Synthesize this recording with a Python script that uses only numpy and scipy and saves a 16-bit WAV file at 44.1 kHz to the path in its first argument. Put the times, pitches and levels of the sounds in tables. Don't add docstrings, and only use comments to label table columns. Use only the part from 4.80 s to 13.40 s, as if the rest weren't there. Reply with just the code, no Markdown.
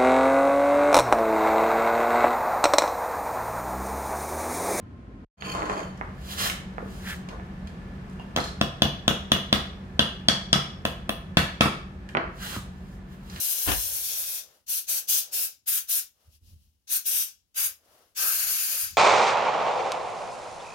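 import sys
import numpy as np
from scipy import signal
from scipy.fft import rfft, irfft, next_fast_len
from scipy.io import wavfile

SR = 44100
rng = np.random.default_rng(int(sys.argv[2]) if len(sys.argv) > 2 else 0)


def inscribe(sig):
    pcm = np.round(np.clip(np.atleast_2d(sig).T, -1, 1) * 32767)
    wavfile.write(sys.argv[1], SR, pcm.astype(np.int16))


N = 379260
TIME = np.arange(N) / SR

# [f/Hz, level/dB]
OPENING_COLOUR = [(15, -56), (25, -32), (43, -4), (106, -2), (134, -11), (243, -8), (463, -22),
                  (500, -22.5), (979, -30), (1060, -19), (1140, -38), (1270, -27), (12000, -65),
                  (15600, -106), (22000, -120)]
OPENING_DB = -43.5
# [from t/s, to t/s]
SILENCE_SPAN = (0.448, 0.57)

# [f/Hz, level/dB]
RUMBLE_COLOUR = [(15, -48.5), (25, -10), (59, 0.5), (78, 0), (108, -9), (128, -6.5), (157, -8), (189, 3),
                 (210, -7), (301, -18), (372, -14.5), (408, -32), (600, -35), (780, -29), (1320, -120)]
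AIR_COLOUR = [(240, -23), (400, 1), (687, -2.5), (1630, -5.5), (1760, -7), (4440, -21.5), (4800, -22.5),
              (5350, -24), (14600, -38.5), (16000, -43)]
# [f/Hz, level/dB]
HUM_TONES = [(47.5, -49.5), (140.5, -49), (188, -49.5), (378, -59.5)]
# [f/Hz, width/Hz, level/dB]
WHINE_BAND = [(1734, 22, 0)]
RUMBLE_DB, AIR_DB, WHINE_DB = -39, -49.5, -63.5
SINKS_FROM_S, RUMBLE_SINK_DB_PER_S, AIR_SINK_DB_PER_S = 3.5, 0.6, 1

# [delay/ms, level/dB]
LEFT_MIC_PATHS = [(0.078, -5), (0.978, -48)]
RIGHT_MIC_PATHS = [(0, 14.67), (1.506, 2.6)]
# [f/Hz, level/dB]
ROOM_ECHO_COLOUR = [(80, 8), (200, 0), (370, 6), (560, 4.5), (800, 2.5), (1300, 7), (2200, 1), (3300, 0),
                    (7000, 2), (15000, 6)]
# [left delay/ms, right delay/ms, level/dB]
NEAR_WALL_ECHOES = [(9.56, 10.4, -10), (12.93, 12.1, -10.5), (20.26, 21.2, -11)]
# [mean f/Hz, mean level/dB, t60/s]
ROOM_MODES = [(179, 1.5, 0.15), (212.4, -6, .3), (366, 0.5, 0.3), (425.5, 1, 0.54), (475, 0, 0.44),
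              (676, -3, 0.28), (796, -7, .3)]
BOOM_DB, MIC_SPACING_M = -21, 0.17
ROOM_T60_S, WALL_CUT_HZ, BASS_LOSS_HZ = 0.48, 14300, 36.3

# [f/Hz, level/dB]
DRAG_SPECTRUM = [(120, -20), (200, -2), (560, -0.5), (775, -4.5), (980, 2), (3060, -20), (3730, -19),
                 (4390, -26), (5760, -25), (6650, -21), (15000, -54)]
# [f/Hz, width/Hz, level/dB]
SQUEAL_BANDS = [(2490, 73, 7), (2653, 82, 7), (3050, 59, 12), (4410, 70, 11), (6600, 61, 6.5),
                (9000, 110, -3.5), (11400, 400, -11)]
# [t/s, hold/s, level/dB]
WIRE_CATCHES = [(0.663, 0.056, -54), (0.89, 0.11, -59.5)]
CATCH_ATTACK_S, CATCH_RELEASE_S = 0.13, 0.095
PULL_AT_S, PULL_ATTACK_S, PULL_HOLD_S, PULL_RELEASE_S, PULL_DB = 0.76, 0.28, 0.24, 0.056, -31.5
SQUEAL_WANDER, WANDER_HZ = 0.006, 60
STICK_DB, STICK_HZ = 5, 45
JUDDER_DB, JUDDER_HZ = 2.2, 40

# [t/s, level/dB, brightness f/Hz]
FRAME_BUMPS = [(.623, -8.5, 3300), (0.821, -11.5, 2020), (0.8974, -10.5, 2240), (1.003, -19, 2200),
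               (1.212, -9, 1820), (1.982, -11, 1830), (2.026, -15.5, 490), (2.598, -23, 2000),
               (3.397, -20, 1100), (3.586, -4, 1680)]
# [t/s, level/dB, pitch f/Hz]
WIRE_TICKS = [(1.175, -44, 6100), (1.699, -14.5, 3070), (2.488, -31, 4250), (2.51, -46, 4830),
              (2.873, -35, 4050), (3.297, -49, 9000), (3.33, -53, 8900), (7.29, -30.5, 2630),
              (8.499, -33.5, 4760), (8.561, -28, 3500)]

# [full speed at t/s, attack/s, hold/s, level/dB, weight on the sole/dB]
SHOE_SCUFFS = [(1.513, .1, 0.027, -39.5, -6), (1.591, 0.034, 0.088, -30.5, -3),
               (2.112, 0.14, 0.16, -55.5, -16), (2.292, 0.052, 0.017, -41, -8),
               (7.628, 0.064, 0.14, -42, -0.5), (8.128, 0.48, 0.028, -65, -24),
               (8.317, 0.071, 0.027, -65.5, 5), (8.54, 0.14, .07, -51.5, 1.5)]
# [f/Hz, level/dB per Hz]
SOLE_COLOUR = [(400, -14), (900, -8), (1350, -5), (1750, -3), (2200, -9), (3000, -20)]
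RASP_COLOUR = [(1700, -30), (2400, -2.5), (3000, 6), (4200, 0), (6000, -28)]
GRIT_COLOUR = [(3000, -6), (4700, 1), (7000, -1), (11000, -7), (15500, -9.5)]
SCUFF_RELEASE_S, SOLE_RELEASE_S = 0.0079, 0.0093
RASP_DB, RASP_FOLLOWS_WEIGHT = 0.1, 0.22

# [f/Hz, level/dB per Hz]
PIVOT_COLOUR = [(500, -20), (1100, -14.5), (1450, -7.5), (1720, 1), (2050, -8), (2500, -11.5), (3500, -16),
                (6000, -29)]
PIVOT_AT_S, PIVOT_ATTACK_S, PIVOT_HOLD_S, PIVOT_RELEASE_S, PIVOT_DB = 2.272, 0.05, 0.06, 0.03, -39.5
# [f/Hz, level/dB per Hz]
PALM_COLOUR = [(150, 0), (400, 6), (1200, 5.5), (2000, -8), (5000, -41), (12000, -40)]
PRESS_AT_S, PRESS_ATTACK_S, PRESS_HOLD_S, PRESS_RELEASE_S, PRESS_DB = 2.5, 0.03, 0.014, 0.062, -41.5
# [f/Hz, width/Hz, level/dB]
SQUEAK_BANDS = [(2790, 89, 22), (3170, 98, 11), (4530, 160, -2)]
RUB_AT_S, RUB_ATTACK_S, RUB_HOLD_S, RUB_RELEASE_S, RUB_DB = 3.398, 0.008, 0.026, 0.018, -54.5

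# [t/s, frame thud level/dB, batten level/dB, nail ring level/dB, lower ring level/dB,
#                steel tick level/dB, tick pitch f/Hz, top click level/dB, mesh shake level/dB]
HAMMER_BLOWS = [(3.5621, -5.5, -3.5, -12.5, -20, -7.5, 8350, -19, -13),
                (3.8125, 3.5, 2, -8.5, -6, -7.5, 8000, -18, -34),
                (4.02, 3.5, 3.5, -1.5, 3.5, -14, 8800, -11.5, -17),
                (4.279, 2.5, 1.5, -2, 1.5, 0, 7700, -10.5, -12),
                (4.5179, 2.5, 3, -0.5, 4.5, -15, 9000, -10.5, -12),
                (4.727, 4, 1, -1, -1, -23, 8100, -13, -10), (5.1927, 2, 1, -0.5, 6, -28, 7150, -25, -8.5),
                (5.485, 1, 0.5, 0, -1, 7.5, 7700, -25, -8), (5.729, 0.5, -1, 0, 2, 4.5, 7100, -19, -7),
                (6.052, -3, -0.5, -12.5, -5.5, -27, 9500, -14.5, -19),
                (6.293, -5, -2, -14.5, -12, -34, 9000, -14, -28), (6.57, 6, 4, -4.5, -9, -6, 8500, -14, -2),
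                (6.808, 6, 6, -5.5, -12, -18, 9000, -18, -1)]
# [mean f/Hz, mean level/dB, t60/s]
THUD_MODES = [(73.4, -9.5, 0.038), (143, -13, 0.29), (187.8, 0.5, 0.11), (206, 12, 0.046)]
WOOD_MODES = [(388, -8, 0.026), (443, -6.5, 0.02), (672, 2, 0.019), (882, -5.5, 0.013), (1006, -2, 0.018),
              (1310, -1.5, 0.013), (1660, -3, 0.017), (1824, -3.5, 0.014), (2614, -0.5, 0.018),
              (2854, -8.5, 0.014)]
NAIL_MODES = [(3070, -6.5, 0.0081), (3400, 1.5, 0.015), (3620, -4, 0.0076), (3954, -6, 0.0094),
              (4730, -14, 0.012), (5480, -14, 0.013), (6710, -19.5, 0.0083)]
SING_MODES = [(2870, -7, 0.059), (2960, -2, 0.026)]
THUD_DB = 0.5
NAIL_SLIP_S = 0.0006
MESH_T60_S, MESH_TAPS_PER_S = 0.05, 1800
RATTLE_DB, RATTLE_T60_S, RATTLE_PER_S = -12.5, 0.12, 2100
# [t/s, level/dB]
FRAME_HOPS = [(3.5743, 2), (3.613, -10), (4.0546, 2), (4.3095, 1.5), (4.563, -3.5), (4.766, -2),
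              (5.7577, 2.5), (6.857, 5.5)]
# [t/s, level/dB]
MESH_SPRINGS = [(3.602, -16), (3.64, -15.5), (3.672, -24)]
# [mean f/Hz, mean level/dB, t60/s]
WIRE_MODES = [(4160, 10, 0.029), (4570, -5, 0.025), (5600, -9, 0.019)]

# [t/s, level/dB, brightness f/Hz]
HAMMER_LANDINGS = [(7.3503, -1, 2030), (7.3551, -6, 1600), (7.3705, -1, 3000), (7.3765, -6.5, 1900),
                   (7.44, -14, 1510), (7.477, -21, 2020)]
# [t/s, hold/s, level/dB, pitch f/Hz at that time]
SOLE_SWISHES = [(7.617, 0.023, -47.5, 1570), (7.736, 0.053, -49.5, 1390)]
SWISH_FALL_PER_S, SWISH_WIDTH_HZ = 2.2, 180
HEEL_AT_S, HEEL_DB = 7.765, -7

CUTOFF_HZ = 16500


def from_db(db):
    return 10 ** (np.asarray(db) / 20)


def rms_one(x):
    return x / np.sqrt(np.mean(x ** 2) + 1e-20)


def energy_one(x):
    return rms_one(x) / np.sqrt(x.shape[-1])


def at_hz(points, hz):
    known, values = np.transpose(points)
    return np.interp(np.log(np.maximum(hz, 1)), np.log(known), values)


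def low_pass(x, hz, order=2):
    return signal.sosfilt(signal.butter(order, min(hz, .45 * SR), fs=SR, output="sos"), x)


def band_pass(x, low_hz, high_hz):
    return signal.sosfilt(signal.butter(2, [low_hz, high_hz], "band", fs=SR, output="sos"), x)


def coloured(x, spectrum):
    size = next_fast_len(x.shape[-1])
    gain = from_db(at_hz(spectrum, np.fft.rfftfreq(size, 1 / SR)))
    shaped = irfft(rfft(x, size) * gain, size)
    return rms_one(shaped[..., :x.shape[-1]])


def diffuse(size):
    padded = next_fast_len(size)
    mid, side = rfft(rng.standard_normal((2, padded)))
    alike = np.sinc(2 * np.fft.rfftfreq(padded, 1 / SR) * MIC_SPACING_M / 343)
    pair = np.sqrt(1 + alike) * mid + np.sqrt(1 - alike) * side * [[1], [-1]]
    return rms_one(irfft(pair, padded)[:, :size])


def drift(hz):
    return rms_one(low_pass(rng.standard_normal(N), hz))


def grains(per_s, spread_db):
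    sizes = from_db(spread_db * np.minimum(rng.exponential(1, N), 4))
    return rms_one((rng.random(N) < per_s / SR) * sizes * rng.choice([-1, 1], N))


def resonate(x, resonances):
    total = 0
    for hz, width_hz, db in resonances:
        peak = signal.lfilter(*signal.iirpeak(hz, hz / width_hz, fs=SR), x)
        total = total + from_db(db) * rms_one(peak)
    return rms_one(total)


def stroke(s, attack_s, hold_s, release_s, db):
    away = np.maximum((s - TIME) / attack_s, (TIME - s - hold_s) / release_s)
    return from_db(db - 20 * np.clip(away, 0, 10))


def snap(low_hz, high_hz):
    pulse = signal.unit_impulse(SR // 4) + 1e-18
    return energy_one(band_pass(pulse, low_hz, min(high_hz, .45 * SR)))


def burst(low_hz, high_hz, t60):
    t = TIME[:SR // 4]
    dying = rng.standard_normal(len(t)) * from_db(-60 * t / t60) + 1e-18
    return energy_one(band_pass(dying, low_hz, min(high_hz, .45 * SR)))


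def struck(modes, vary_db, detune):
    hz, db, t60 = np.transpose(modes)[:, :, None]
    t = TIME[:SR // 4]
    pitch_chance, level_chance = rng.standard_normal((2, len(modes), 1))
    signs = (-1) ** np.arange(len(modes))[:, None]
    waves = signs * np.sin(2 * np.pi * hz * (1 + detune * pitch_chance) * t)
    return energy_one(np.sum(from_db(db + vary_db * level_chance - 60 * t / t60) * waves, axis=0))


def rattle(low_hz, high_hz, per_s, t60):
    t = TIME[:SR // 4]
    taps = (rng.random(len(t)) < per_s / SR) * rng.standard_normal(len(t)) * from_db(-60 * t / t60)
    return energy_one(signal.fftconvolve(taps, snap(low_hz, high_hz))[:len(t)])


def add(track, s, sound):
    start = round(s * SR)
    track[..., start:start + sound.shape[-1]] += sound[..., :N - start]


def opening_tone():
    gate = np.clip((SILENCE_SPAN[0] - TIME) / 0.0016, 0, 1)
    return from_db(OPENING_DB) * coloured(diffuse(N), OPENING_COLOUR) * gate


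def background():
    sinking_s = np.maximum(TIME - SINKS_FROM_S, 0)
    rumble = from_db(RUMBLE_DB - RUMBLE_SINK_DB_PER_S * sinking_s) * coloured(diffuse(N), RUMBLE_COLOUR)
    air = from_db(AIR_DB - AIR_SINK_DB_PER_S * sinking_s) * coloured(diffuse(N), AIR_COLOUR)
    hum = 0
    for hz, db in HUM_TONES:
        phase = 2 * np.pi * hz * TIME + 1.02 * drift(2.27)
        hum = hum + from_db(db) * np.sqrt(2) * np.sin(phase)
    whine = resonate(rng.standard_normal(N), WHINE_BAND)
    whine = from_db(WHINE_DB - AIR_SINK_DB_PER_S * sinking_s) * whine
    return rumble + air + whine + from_db(-3.5) * hum


def workshop(x, echo_db, build_s, lag_ms, pan_db):
    t = TIME[:SR * 3 // 4]
    edges = 45 * 2 ** np.arange(0, 9, .5)
    noises, tail = [diffuse(len(t)), diffuse(len(t))], 0
    for k, (low, high) in enumerate(zip(edges, edges[1:])):
        hz = np.sqrt(low * high)
        t60 = ROOM_T60_S / (1 + (hz / WALL_CUT_HZ) ** 2 + BASS_LOSS_HZ / hz)
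        band = band_pass(noises[k % 2], low, high)
        band = energy_one(band * from_db(-60 * t / t60) * (1 - np.exp(-t / build_s)))
        tail = tail + band * np.sqrt(2 * (high - low) / SR) * from_db(at_hz(ROOM_ECHO_COLOUR, hz))
    left = sum(from_db(db) * np.interp(TIME - (ms + lag_ms) / 1000, TIME, x) for ms, db in LEFT_MIC_PATHS)
    right = sum(from_db(db) * np.interp(TIME - ms / 1000, TIME, x) for ms, db in RIGHT_MIC_PATHS)
    near = np.array([left, right]) * from_db([[pan_db / 2], [-pan_db / 2]])
    return near + from_db(echo_db) * signal.fftconvolve(x[None], tail, axes=1)[:, :N]


def drag():
    pull = stroke(PULL_AT_S, PULL_ATTACK_S, PULL_HOLD_S, PULL_RELEASE_S, PULL_DB)
    slips = grains(per_s=2300, spread_db=7.0)
    wandering = TIME + SQUEAL_WANDER * np.cumsum(drift(WANDER_HZ)) / SR
    wire = np.interp(wandering, TIME, resonate(grains(per_s=3000, spread_db=5.0), SQUEAL_BANDS))
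    caught = sum(stroke(s, CATCH_ATTACK_S, hold_s, CATCH_RELEASE_S, db) for s, hold_s, db in WIRE_CATCHES)
    squeal = caught * wire * from_db(STICK_DB * drift(STICK_HZ))
    judder = from_db(JUDDER_DB * drift(JUDDER_HZ))
    wood = judder * pull * coloured(slips, DRAG_SPECTRUM)
    return from_db(-10.0) * wood + from_db(6.5) * squeal


def knocks(rows, low_hz, t60):
    out = np.zeros(N)
    for s, db, bright_hz in rows:
        contact = snap(low_hz, bright_hz) + .5 * burst(low_hz, bright_hz, t60)
        add(out, s, from_db(db) * energy_one(low_pass(contact, 1.2 * bright_hz, order=4)))
    return out


def ticks():
    out = np.zeros(N)
    for s, db, hz in WIRE_TICKS:
        ring = burst(hz * .5, hz * 1.09, t60=0.033)
        edge = snap(hz * 0.11, 6400)
        add(out, s, from_db(db) * (2.08 * ring + edge))
    return out


def scuffs():
    sole = rasp = grit = 0
    for s, attack_s, hold_s, db, weight_db in SHOE_SCUFFS:
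        slide = stroke(s, attack_s, hold_s, SCUFF_RELEASE_S, db)
        sole = sole + stroke(s, attack_s, hold_s, SOLE_RELEASE_S, db + weight_db)
        rasp = rasp + slide * from_db(RASP_DB + RASP_FOLLOWS_WEIGHT * weight_db)
        grit = grit + slide
    rub = sole * coloured(grains(per_s=2400, spread_db=4.5), SOLE_COLOUR)
    scrape = rasp * coloured(grains(per_s=5100, spread_db=2.5), RASP_COLOUR)
    hiss = grit * coloured(grains(per_s=14000, spread_db=-2.0), GRIT_COLOUR)
    return from_db(-7.5) * (rub + scrape + hiss)


def pivot():
    twist = stroke(PIVOT_AT_S, PIVOT_ATTACK_S, PIVOT_HOLD_S, PIVOT_RELEASE_S, PIVOT_DB)
    return twist * coloured(grains(per_s=3000, spread_db=2.5), PIVOT_COLOUR)


def palm():
    press = stroke(PRESS_AT_S, PRESS_ATTACK_S, PRESS_HOLD_S, PRESS_RELEASE_S, PRESS_DB)
    return press * coloured(grains(per_s=1100, spread_db=7.5), PALM_COLOUR)


def squeak():
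    rub = stroke(RUB_AT_S, RUB_ATTACK_S, RUB_HOLD_S, RUB_RELEASE_S, RUB_DB)
    return rub * resonate(grains(per_s=1900, spread_db=6.0), SQUEAK_BANDS)


def frame():
    out = np.zeros(N)
    for s, thud_db, batten_db, *_ in HAMMER_BLOWS:
        thud = struck(THUD_MODES, vary_db=.7, detune=.025)
        batten = struck(WOOD_MODES, vary_db=1.0, detune=.009)
        wood = 0.97 * batten + 0.21 * burst(580, 1750, t60=0.016)
        add(out, s, from_db(THUD_DB + thud_db) * thud + from_db(batten_db) * wood)
    return out


def nail():
    out = np.zeros(N)
    for s, _, _, ring_db, _, tick_db, tick_hz, click_db, _ in HAMMER_BLOWS:
        shank = struck(NAIL_MODES, vary_db=1.0, detune=.007)
        clack = 0.49 * burst(2500, 4200, t60=0.014)
        clack += 0.18 * burst(5600, 6400, t60=0.012) + 0.087 * burst(8900, 9100, t60=0.024)
        tick = 0.17 * snap(tick_hz * 0.36, tick_hz)
        tick += 0.68 * burst(tick_hz * 0.42, tick_hz * 0.73, t60=0.013)
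        click = 0.5 * snap(8700, 21000) + 0.85 * burst(7300, 23700, t60=0.013)
        add(out, s, from_db(tick_db) * tick + from_db(click_db) * click)
        add(out, s + NAIL_SLIP_S, from_db(ring_db) * (2.48 * shank + clack))
    return out


def singing():
    out = np.zeros(N)
    for s, _, _, _, sing_db, *_ in HAMMER_BLOWS:
        add(out, s, from_db(sing_db) * 0.33 * struck(SING_MODES, vary_db=4.0, detune=0.0033))
    return out


def mesh():
    out = np.zeros(N)
    for s, *_, shake_db in HAMMER_BLOWS:
        chatter = 0.93 * rattle(920, 2020, MESH_TAPS_PER_S, MESH_T60_S)
        chatter += 1.02 * rattle(2060, 4100, MESH_TAPS_PER_S, MESH_T60_S)
        wires = from_db(RATTLE_DB) * rattle(2700, 11500, RATTLE_PER_S, RATTLE_T60_S)
        add(out, s, from_db(shake_db) * (chatter + wires))
    return out


def boom(x):
    shared = struck(ROOM_MODES, vary_db=0, detune=0)
    own = [struck(ROOM_MODES[2:], vary_db=2, detune=.005) for _ in range(2)]
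    ringing = shared + 0.28 * np.array(own)
    return from_db(BOOM_DB) * signal.fftconvolve(x[None], ringing, axes=1)[:, :N]


def near_walls(x):
    out = 0
    for left_ms, right_ms, db in NEAR_WALL_ECHOES:
        echoes = [np.interp(TIME - ms / 1000, TIME, x) for ms in (left_ms, right_ms)]
        out = out + from_db(db) * np.array(echoes)
    return out


def hops():
    out = np.zeros(N)
    for s, db in FRAME_HOPS:
        thud = struck(THUD_MODES, vary_db=1, detune=.03)
        clap = 0.28 * snap(280, 1070) + 0.35 * burst(130, 1340, t60=0.044)
        add(out, s, from_db(db) * (0.5 * thud + clap))
    return out


def springs():
    out = np.zeros(N)
    for s, db in MESH_SPRINGS:
        ping = struck(WIRE_MODES, vary_db=1.5, detune=.012)
        buzz = 0.8 * rattle(3100, 5300, 2500, t60=0.037) + 0.36 * rattle(2000, 8300, 2500, t60=0.02)
        add(out, s, from_db(db) * (.65 * ping + buzz))
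    return out


def step_back():
    out = np.zeros(N)
    for s, hold_s, db, hz in SOLE_SWISHES:
        speed = np.clip(1 - SWISH_FALL_PER_S * (TIME - s), .5, 2)
        rub = resonate(grains(per_s=4000, spread_db=0.5), [(hz, SWISH_WIDTH_HZ, 0)])
        travelled = np.cumsum(speed) / SR % TIME[-1]
        out += stroke(s, 0.041, hold_s, .05, db) * np.interp(travelled, TIME, rub)
    heel = burst(63, 190, t60=0.11) + 0.34 * snap(200, 1300)
    add(out, HEEL_AT_S, from_db(HEEL_DB) * heel)
    return out


def scene():
    rubbing = ticks() + drag() + palm() + squeak() + scuffs()
    handling = workshop(rubbing, echo_db=4.5, build_s=0.00011, lag_ms=0.334, pan_db=15.5)
    bump = knocks(FRAME_BUMPS, low_hz=200, t60=0.047)
    bumps = workshop(bump, echo_db=1.0, build_s=0.00099, lag_ms=0.31, pan_db=13.0)
    shoe = workshop(pivot() + step_back(), echo_db=-9.0, build_s=0.003, lag_ms=0.014, pan_db=18.5)
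    timber, shank = frame() + hops(), nail()
    slap = near_walls(timber + shank)
    wood = workshop(timber, echo_db=-3.0, build_s=0.00093, lag_ms=0.069, pan_db=20.5) + boom(timber)
    steel = workshop(shank, echo_db=-0.3, build_s=0.0011, lag_ms=0.037, pan_db=23)
    sung = workshop(singing(), echo_db=7, build_s=0.0028, lag_ms=0.016, pan_db=28)
    wire = workshop(mesh() + springs(), echo_db=7.5, build_s=0.0015, lag_ms=0.13, pan_db=16.5)
    landing = knocks(HAMMER_LANDINGS, low_hz=188, t60=0.016)
    laid_down = workshop(landing, echo_db=1.0, build_s=0.0011, lag_ms=0.26, pan_db=14)
    fade_in = np.clip((TIME - SILENCE_SPAN[1]) / 0.11, 0, 1)
    work = handling + bumps + shoe + wood + steel + slap + sung + wire + laid_down
    return opening_tone() + fade_in * (work + background())


def record(dry):
    thinned = signal.sosfilt(signal.butter(3, 32, "high", fs=SR, output="sos"), dry)
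    rounded = 1.1 * np.tanh(thinned / 1.1)
    return signal.sosfilt(signal.cheby2(14, 60, CUTOFF_HZ, fs=SR, output="sos"), rounded)


dry = scene()
out = record(dry)
inscribe(out)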